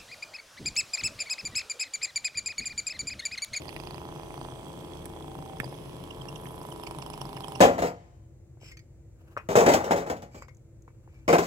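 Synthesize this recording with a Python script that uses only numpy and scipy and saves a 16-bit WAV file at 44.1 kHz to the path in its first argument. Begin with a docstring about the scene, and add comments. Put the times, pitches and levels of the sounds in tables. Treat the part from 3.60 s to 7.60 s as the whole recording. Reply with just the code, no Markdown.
"""A motor hums and hisses under the quick knocking of a small diaphragm pump, close to a stereo microphone
in a rumbling workshop. Three chambers give three strokes a turn, one of them a hard knock; the wet valves
tick, fizz and now and then squeak. The pump is turned about in a gloved hand, set down on a wet mat
after two seconds and later slowed a little."""
import sys
import numpy as np
from scipy import signal
from scipy.fft import rfft, irfft
from scipy.io import wavfile

SR = 44100
rng = np.random.default_rng(int(sys.argv[2]) if len(sys.argv) > 2 else 0)


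def store_pcm(level_fs):
    """Save levels as 16-bit WAV."""
    pcm = np.round(np.clip(level_fs, -1, 1) * 32767).astype(np.int16)
    wavfile.write(sys.argv[1], SR, np.atleast_2d(pcm).T)


N = 176400
TIME = np.arange(N) / SR
SET_DOWN_S, SLOWED_S = 2.0, 3.2


def from_db(db):
    """Decibels to gain."""
    return 10 ** (np.asarray(db) / 20)


def curve(rows, times=TIME):
    """Read a curve at the given times."""
    return np.interp(times, *np.transpose(rows))


def at_hz(points, hz):
    """Read a spectrum on a log-frequency axis."""
    freqs, values = np.transpose(points)
    return np.interp(np.log(hz + 1e-3), np.log(freqs), values)


def unit_rms(x):
    """Scale to rms 1."""
    return x / np.sqrt(np.mean(x ** 2) + 1e-20)


def drift(knots_per_s):
    """Random wander between knots of spread 1."""
    knots = rng.standard_normal(2000)
    return np.interp(TIME * knots_per_s, np.arange(len(knots)), knots)


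def noise(spectrum):
    """Steady noise of a given colour, rms 1."""
    colour = from_db(at_hz(spectrum, np.fft.rfftfreq(N, 1 / SR)))
    return unit_rms(irfft(rfft(rng.standard_normal(N)) * colour, N))


def ring(force, hz, t60_s):
    """One mode: a unit click sets off a decaying tone of height 1."""
    decay, step = from_db(-60 / (t60_s * SR)), 2 * np.pi * hz / SR
    return signal.lfilter([.5, 0, -.5], [1, -2 * decay * np.cos(step), decay ** 2], force + 1e-18)


def struck(force, modes):
    """One force rings all modes of a part; neighbours swing in opposite senses."""
    return sum((-1) ** k * from_db(db) * ring(force, hz, t60) for k, (hz, db, t60) in enumerate(modes))


def clicks(times, db):
    """Clean impacts at the given times."""
    force = np.zeros(N)
    inside = (times >= 0) & (times * SR < N)
    force[(times[inside] * SR).astype(int)] = from_db(db)[inside]
    return force


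def chatter(force, decay_s):
    """Each impact becomes a short rough burst of about the same energy."""
    decay = np.exp(-1 / (decay_s * SR))
    return signal.lfilter([np.sqrt(1 - decay ** 2)], [1, -decay], force) * rng.standard_normal(N)


def hand_to_mat(hand_db, mat_db):
    """Gain that changes over as the pump is set down."""
    return from_db(np.interp(TIME, [SET_DOWN_S - .1, SET_DOWN_S + .5], [hand_db, mat_db]))


# Speed of the shaft: time_s, turns_per_s
SHAFT_SPEED = [(0.0, 27.668), (0.7, 27.693), (1.9, 27.689), (2.2, 27.706), (3.02, 27.781), (3.2, 26.912),
               (3.38, 26.178), (4.0, 26.24)]

def turns(first_knock_s=.0191):
    """Shaft angle in turns, whole at every hard knock."""
    return np.cumsum(curve(SHAFT_SPEED)) / SR - first_knock_s * SHAFT_SPEED[0][1]


def each_turn(share, jitter_s=.00004):
    """Times at which the shaft passes a point of its turn."""
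    times = np.interp(np.arange(120) + share, turns(), TIME, right=np.inf)
    times += rng.normal(0, jitter_s, len(times))
    return times[np.isfinite(times)]


def shaft_tone(multiple, flutter_rad=.33):
    """A tone locked to the shaft, roughened by a phase flutter of its own."""
    flutter = flutter_rad * drift(knots_per_s=45)
    return np.sin(2 * np.pi * (multiple * turns() + rng.random()) + flutter)


# Partials of the motor, close up: shaft_multiple, hand_db, mat_db, slowed_db
HUM_PARTIALS = [(3, -57.5, -58.5, -60), (4, -65.5, -61.5, -65), (5, -62, -60, -60), (6, -55.5, -56, -56),
                (10, -60.5, -58.5, -59.5), (12, -60.5, -61, -59.5), (13, -56.5, -57, -54.5),
                (14, -67, -77, -67), (15, -64.5, -65, -64), (16, -60, -56, -58), (19, -61, -62, -63.5),
                (20, -61.5, -59.5, -62.5), (23, -62, -62, -63), (24, -73, -77, -64), (27, -64, -65, -68),
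                (33, -63, -72, -80), (37, -66.5, -63, -74), (39, -84, -84, -70), (40, -68.5, -65, -67)]

def motor_hum(wobble_db=2):
    """Shaft harmonics change strength as the pump is set down, and again as it slows."""
    slowed = np.clip((TIME - SLOWED_S) / .3 + .5, 0, 1)
    hum = 0
    for multiple, hand_db, mat_db, slowed_db in HUM_PARTIALS:
        change_db = slowed * (slowed_db - mat_db) + wobble_db * drift(5.77)
        hum += hand_to_mat(hand_db, mat_db) * from_db(change_db) * shaft_tone(multiple)
    return np.sqrt(2) * hum  # the levels are rms


# Hiss with the motor's back turned away from the microphone, and facing it: freq_hz, density_db
HISS_TURNED_AWAY = [(300, -7), (600, -3), (1050, -5.5), (1450, -18), (2200, -10.5), (3100, -6.5),
                    (4100, -16), (5300, -14.5), (7000, -21.5), (8400, -20), (10200, -14), (12000, -46),
                    (13500, -27), (16000, -32)]
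HISS_BACK_ON = [(300, 0), (750, 3), (1000, -8), (1450, -28), (2400, -6), (3300, -11.5), (3900, -36),
                (4600, -40), (6000, -22), (6900, -17), (8000, -7.5), (10300, -12), (11800, -26),
                (16000, -32)]
# How far its back faces the microphone: time_s, share
BACK_ON_SHARE = [(.3, 0), (.75, 0.59), (1.85, 1), (2.1, 0)]
# Strength of the hiss: time_s, level_db
HISS_LEVELS = [(0, -51), (.5, -54.5), (1.0, -52.5), (1.8, -54.5), (2.3, -54), (2.9, -56.5), (4, -51.5)]

def motor_hiss():
    """The motor's hiss changes colour as the pump is turned."""
    back_on = np.clip(curve(BACK_ON_SHARE), 0, 1)
    hiss = np.sqrt(1 - back_on) * noise(HISS_TURNED_AWAY) + np.sqrt(back_on) * noise(HISS_BACK_ON)
    return from_db(curve(HISS_LEVELS)) * hiss


# Upper and lower tone of the whine: time_s, level_db
UPPER_WHINE = [(0, -53), (1.1, -77), (1.45, -56), (1.9, -49), (2.1, -62), (4, -41)]
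LOWER_WHINE = [(1.45, -70), (1.7, -49.5), (1.95, -46), (2.15, -71)]

def motor_whine(wobble_db=.92):
    """Two close tones beat while the motor's back faces the microphone; the upper swells at the end."""
    upper = from_db(curve(UPPER_WHINE)) * shaft_tone(30)
    lower = from_db(curve(LOWER_WHINE)) * shaft_tone(28)
    return (upper + lower) * from_db(wobble_db * drift(8.96))


# Resonances in the hiss: path of (time_s, centre_hz, level_db), half_width_hz
HISS_RESONANCES = [([(.4, 4850, -76), (.8, 4700, -72), (1.4, 4450, -67), (1.6, 4500, -101),
                   (2.1, 5150, -61), (2.45, 5250, -86)], 160), ([(.3, 6200, -70), (.55, 6050, -66),
                   (.9, 5980, -65), (1.25, 6050, -99)], 92), ([(.4, 9200, -86), (.75, 9100, -62),
                   (1.05, 8050, -62), (1.4, 8200, -85), (1.8, 8500, -69), (1.95, 9500, -71),
                   (2.2, 9950, -66), (2.55, 10400, -70), (2.9, 11400, -65), (3.3, 11500, -94)], 490)]

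def hiss_resonances():
    """Narrow bands of hiss glide as the pump is moved about."""
    bands = 0
    for path, half_width_hz in HISS_RESONANCES:
        times, centre_hz, level_db = np.transpose(path)
        lowpass = signal.butter(2, half_width_hz, fs=SR, output="sos")
        slow_noise = signal.sosfilt(lowpass, rng.standard_normal((2, N)))
        phase = 2 * np.pi * np.cumsum(np.interp(TIME, times, centre_hz)) / SR
        band = slow_noise[0] * np.cos(phase) + slow_noise[1] * np.sin(phase)
        bands += from_db(np.interp(TIME, times, level_db)) * unit_rms(band)
    return bands


# Water in the pump head, at the crest of a puff: time_s, level_db
FIZZ_LEVELS = [(0, -59), (.15, -56), (.6, -70), (1.9, -78), (2.1, -55), (2.55, -68), (2.85, -51.5),
               (3.1, -52), (3.3, -57), (4, -56)]
# Its colour: freq_hz, density_db
FIZZ_SPECTRUM = [(6000, -50), (8700, -3.5), (9700, -1), (10500, -7), (11500, 1), (12400, -17), (15000, -20)]

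def water_fizz(crest_at_turn=.38):
    """Water fizzes through the head in one high puff a turn."""
    puffs = np.cos(np.pi * (turns() - crest_at_turn)) ** 2
    return from_db(curve(FIZZ_LEVELS)) * puffs * noise(FIZZ_SPECTRUM)


# Room tone of the workshop: freq_hz, density_db
RUMBLE_SPECTRUM = [(20, -26), (45, -2.5), (70, -9.5), (95, -10.5), (116, -9), (129, 2), (142, 2), (175, -5),
                   (220, -11), (320, -6.5), (450, -13.5), (700, -15.5), (1200, -30.5), (3000, -32.5),
                   (7000, -44), (16000, -45)]
# Its likeness on the two sides of the microphone: freq_hz, coherence
RUMBLE_COHERENCE = [(100, 0.91), (200, 1), (400, 0.17), (1000, 0.056), (3000, 0.018)]

def workshop_rumble(level_db=-44.5, lean_left_db=.9):
    """Low noise from all around, alike on both sides in the bass."""
    alike = np.clip(at_hz(RUMBLE_COHERENCE, np.fft.rfftfreq(N, 1 / SR)), 0, 1)
    mid = irfft(rfft(noise(RUMBLE_SPECTRUM)) * np.sqrt((1 + alike) / 2), N)
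    side = irfft(rfft(noise(RUMBLE_SPECTRUM)) * np.sqrt((1 - alike) / 2), N)
    gains = from_db([[level_db + lean_left_db], [level_db - lean_left_db]])
    return gains * np.array([mid + side, mid - side])


# Modes of the pump body: pitch_hz, hand_db, mat_db, t60_s
BODY_MODES = [(326, -18.5, -38, 0.081), (617, -15.5, -30, 0.014), (770, -5, -3.5, 0.018),
              (842, -13, -9, 0.054), (975, -9, -0.5, 0.024), (1024, -15.5, -14, 0.032),
              (1300, -16.5, -46, 0.0046)]

def pump_body(force, contact_hz):
    """A cushioned blow rings the body; a softer contact is duller."""
    cushioned = signal.sosfilt(signal.butter(2, contact_hz, fs=SR, output="sos"), force + 1e-18)
    return sum(hand_to_mat(hand, mat) * ring(cushioned, hz, t60) for hz, hand, mat, t60 in BODY_MODES)


# Modes of the plastic head, on the side facing the microphone: pitch_hz, hand_db, mat_db, t60_s
HEAD_MODES = [(1934, -8, -17, 0.014), (2524, -3, -4.5, 0.0096), (2990, -16, -3, 0.022),
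              (3400, -35, 1, 0.0075), (4410, -1.5, -0.5, 0.0038), (4980, -8.5, -8.5, 0.014),
              (5254, -36, -7.5, 0.03), (7760, -23.5, -8.5, 0.014), (8800, -14.5, -20, 0.0086),
              (9560, -24, -2, 0.014), (11010, -22, -19.5, 0.019), (12360, -15, -2.5, 0.0034)]

def pump_head(force, modes=HEAD_MODES):
    """The head or its valve seats ring; neighbouring modes swing in opposite senses."""
    return sum((-1) ** k * hand_to_mat(hand, mat) * ring(force, hz, t60)
               for k, (hz, hand, mat, t60) in enumerate(modes))


# Force of the hard stroke, the soft pair and the bright clack: time_s, relative_db
HARD_FORCE = [(0, -37.5), (0.2, -30), (0.25, -31.5), (0.36, -29), (0.68, -34.5), (0.81, -27), (1.0, -35),
              (1.45, -36.5), (1.8, -32), (2.15, -40), (2.5, -41.5), (2.98, -35), (3.09, -34), (3.25, -33),
              (4, -32)]
SOFT_FORCE = [(0, -49), (0.45, -39), (1.0, -43), (1.35, -39.5), (1.9, -60), (2.3, -46.5), (2.9, -44.5),
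              (4, -48)]
CLACK_FORCE = [(0, -38.5), (0.17, -29.5), (0.25, -34.5), (0.33, -34), (0.47, -50), (0.7, -46.5),
               (0.81, -41), (0.92, -56), (1.85, -51.5), (2.3, -47.5), (2.9, -54.5), (3.3, -41.5), (4, -41)]
# Where the soft strokes fall: turn_share
SOFT_SHARES = [.305, .668]

def strokes(hard_gain_db=1.5, soft_gain_db=4, clack_gain_db=2.5, spread_db=1.25):
    """One hard and two soft strokes a turn ring the body through rubber; the hard one clacks the head."""
    hard_s = each_turn(0)
    uneven_db = rng.normal(0, spread_db, len(hard_s))
    force = clicks(hard_s, curve(HARD_FORCE, hard_s) + hard_gain_db + uneven_db)
    for share in SOFT_SHARES:
        soft_s = each_turn(share)
        soft_db = curve(SOFT_FORCE, soft_s) + soft_gain_db
        force += clicks(soft_s, soft_db + rng.normal(0, spread_db, len(soft_s)))
    clack = clicks(hard_s, curve(CLACK_FORCE, hard_s) + clack_gain_db + uneven_db)
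    rough_clack = .75 * clack + 1.2 * chatter(clack, decay_s=.00068)
    return pump_body(force, contact_hz=1290) + pump_head(rough_clack)


# Valves closing: turn_share, force_db
VALVE_CLOSINGS = [(0.02, -46.5), (0.43, -45), (.76, -47), (.88, -48)]
# Modes of the valve seats: pitch_hz, hand_db, mat_db, t60_s
SEAT_MODES = [(3317, 5, 0, 0.019), (5300, -8.5, -16, 0.02), (5880, -11, -15, 0.027),
              (6420, -10.5, -16, 0.028), (7700, -8.5, -4.5, 0.021), (9900, -15, -33, 0.0043),
              (11400, -9, -5.5, 0.0075), (12670, -6.5, -10, 0.012)]

def valve_ticks(spread_db=2):
    """The valves close at set points of the turn with a thin ring, half click and half chatter."""
    force = 0
    for share, force_db in VALVE_CLOSINGS:
        times = each_turn(share, jitter_s=.0004)
        force += clicks(times, force_db + rng.normal(0, spread_db, len(times)))
    return pump_head(.5 * force + .5 * chatter(force, decay_s=.00063), SEAT_MODES)


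# Short chirps, close up; the first three come with a blow to the housing, the rest are wet valve squeaks: #
# start_s, level_db, pitch_hz, overtones_db
SHORT_CHIRPS = [(0.078, -35, 4410, -38), (0.088, -44, 4160, -28), (2.04, -35, 4870, -20),
                (2.504, -32.5, 2970, -17), (2.611, -35, 3140, -35), (2.683, -33.5, 2726, -5),
                (2.755, -34, 2980, -7.5), (2.862, -40.5, 2810, -8), (3.116, -36.5, 2980, -13),
                (3.227, -41.5, 3210, -21), (3.265, -33, 2640, -4), (3.417, -37, 2630, -1.5),
                (3.531, -38, 2880, -4), (3.609, -37, 2780, 1), (3.761, -39.5, 3020, -16),
                (3.835, -32.5, 3090, -19), (3.95, -33, 2744, -3.5)]

def short_chirps(length_s=.0101, glide_share=.12, waver_share=.079):
    """Short falling chirps: air forced past a wet valve squeaks, and a blow to the housing can chirp briefly."""
    chirps = np.zeros(N + SR)
    progress = np.linspace(0, 1, int(length_s * SR))
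    fall = 1 + glide_share * (1 - 2 * progress)
    envelope = np.sin(np.pi * progress) ** 2
    for start_s, level_db, pitch_hz, overtones_db in SHORT_CHIRPS:
        waver = 1 + waver_share * np.interp(progress, np.linspace(0, 1, 6), rng.standard_normal(6))
        phase = 2 * np.pi * np.cumsum(pitch_hz * fall * waver) / SR
        tone = np.sin(phase) + from_db(overtones_db) * (np.sin(2 * phase) + .45 * np.sin(3 * phase))
        start = int(start_s * SR)
        chirps[start:start + len(tone)] += from_db(level_db) * envelope * tone
    return chirps[:N]


# Blows to the housing, in the hand and on the mat: start_s, thud_db, body_db, clack_db, snap_db
HANDLING_BLOWS = [(0.083, -66, -25.5, -51, -77), (0.092, -60, -45, -55, -53),
                  (1.4561, -70, -63, -41.5, -36), (1.5628, -60, -24, -58, -68),
                  (2.0006, -26, -27, -22.5, -34), (2.0335, -60, -22, -64, -61),
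                  (2.0436, -50, -21.5, -41, -45), (2.063, -35.5, -52, -49, -59),
                  (2.126, -63, -23.5, -45.5, -71), (2.655, -69, -30, -46, -71), (2.856, -39, -40, -38, -63),
                  (3.774, -65, -47, -39, -54)]
# Modes of the mat, the feet and the small plastic parts: pitch_hz, gain_db, t60_s
MAT_MODES = [(126.4, -9.5, 0.41), (188, 1.5, 0.029)]
FOOT_MODES = [(1220, -1.5, 0.0094), (1740, 3, 0.016), (2160, 0, 0.014), (2530, 0.5, 0.0099),
              (3720, -19, 0.016)]
SNAP_MODES = [(4130, -5, 0.0047), (5640, -5, 0.0068), (7830, 5, 0.0071), (8770, 9, 0.0039),
              (9800, 10, 0.0033), (13500, 9, 0.0012)]

def handling_bumps():
    """The mat thuds, the body knocks, the feet clack and small plastic parts snap."""
    times, thud_db, body_db, clack_db, snap_db = np.transpose(HANDLING_BLOWS)
    thud = struck(clicks(times, thud_db), MAT_MODES)
    knock = pump_body(clicks(times, body_db), contact_hz=574)  # dulled by glove and mat
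    foot_force = clicks(times, clack_db)
    clack = struck(foot_force + .3 * chatter(foot_force, decay_s=.0015), FOOT_MODES)
    snap = struck(chatter(clicks(times, snap_db), decay_s=.0011), SNAP_MODES)
    return thud + knock + clack + snap


# Shading at the microphone's left port: freq_hz, gain_db
LEFT_PORT_SHADE = [(100, 1.5), (330, 2), (500, 2), (700, -5), (1050, -4), (2400, -16), (4400, -17.5),
                   (8500, -16.5), (15000, -6.5)]

def left_port(pump, lag_s=.00018):
    """The left port faces away from the pump and hears it duller and later."""
    hz = np.fft.rfftfreq(2 * N, 1 / SR)
    shade = from_db(at_hz(LEFT_PORT_SHADE, hz))
    delay = np.exp(-2j * np.pi * hz * lag_s)
    return irfft(rfft(pump, 2 * N) * shade * delay)[:N]


def room_tail(pump, level_db=-13.5, t60_s=.053):
    """The workshop returns a short diffuse tail, different on each side."""
    t = TIME[:SR // 2]
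    tail = rng.standard_normal((2, len(t))) * from_db(-60 * t / t60_s) * (t > .002)
    tail /= np.sqrt(np.sum(tail ** 2, axis=1, keepdims=True))
    return from_db(level_db) * signal.fftconvolve(pump[None], tail, axes=1)[:, :N]


def scene():
    """The pump runs close to the microphone, nearer its right port, with the workshop all around."""
    pump = strokes() + valve_ticks() + short_chirps()
    pump += motor_hum() + motor_hiss() + motor_whine() + hiss_resonances()
    pump += water_fizz() + handling_bumps()
    return np.array([left_port(pump), pump]) + room_tail(pump) + workshop_rumble()


def record(dry):
    """The treble is cut steeply above 16 kHz."""
    return signal.sosfilt(signal.ellip(10, .1, 70, 16000, fs=SR, output="sos"), dry)


dry = scene()
out = record(dry)
store_pcm(out)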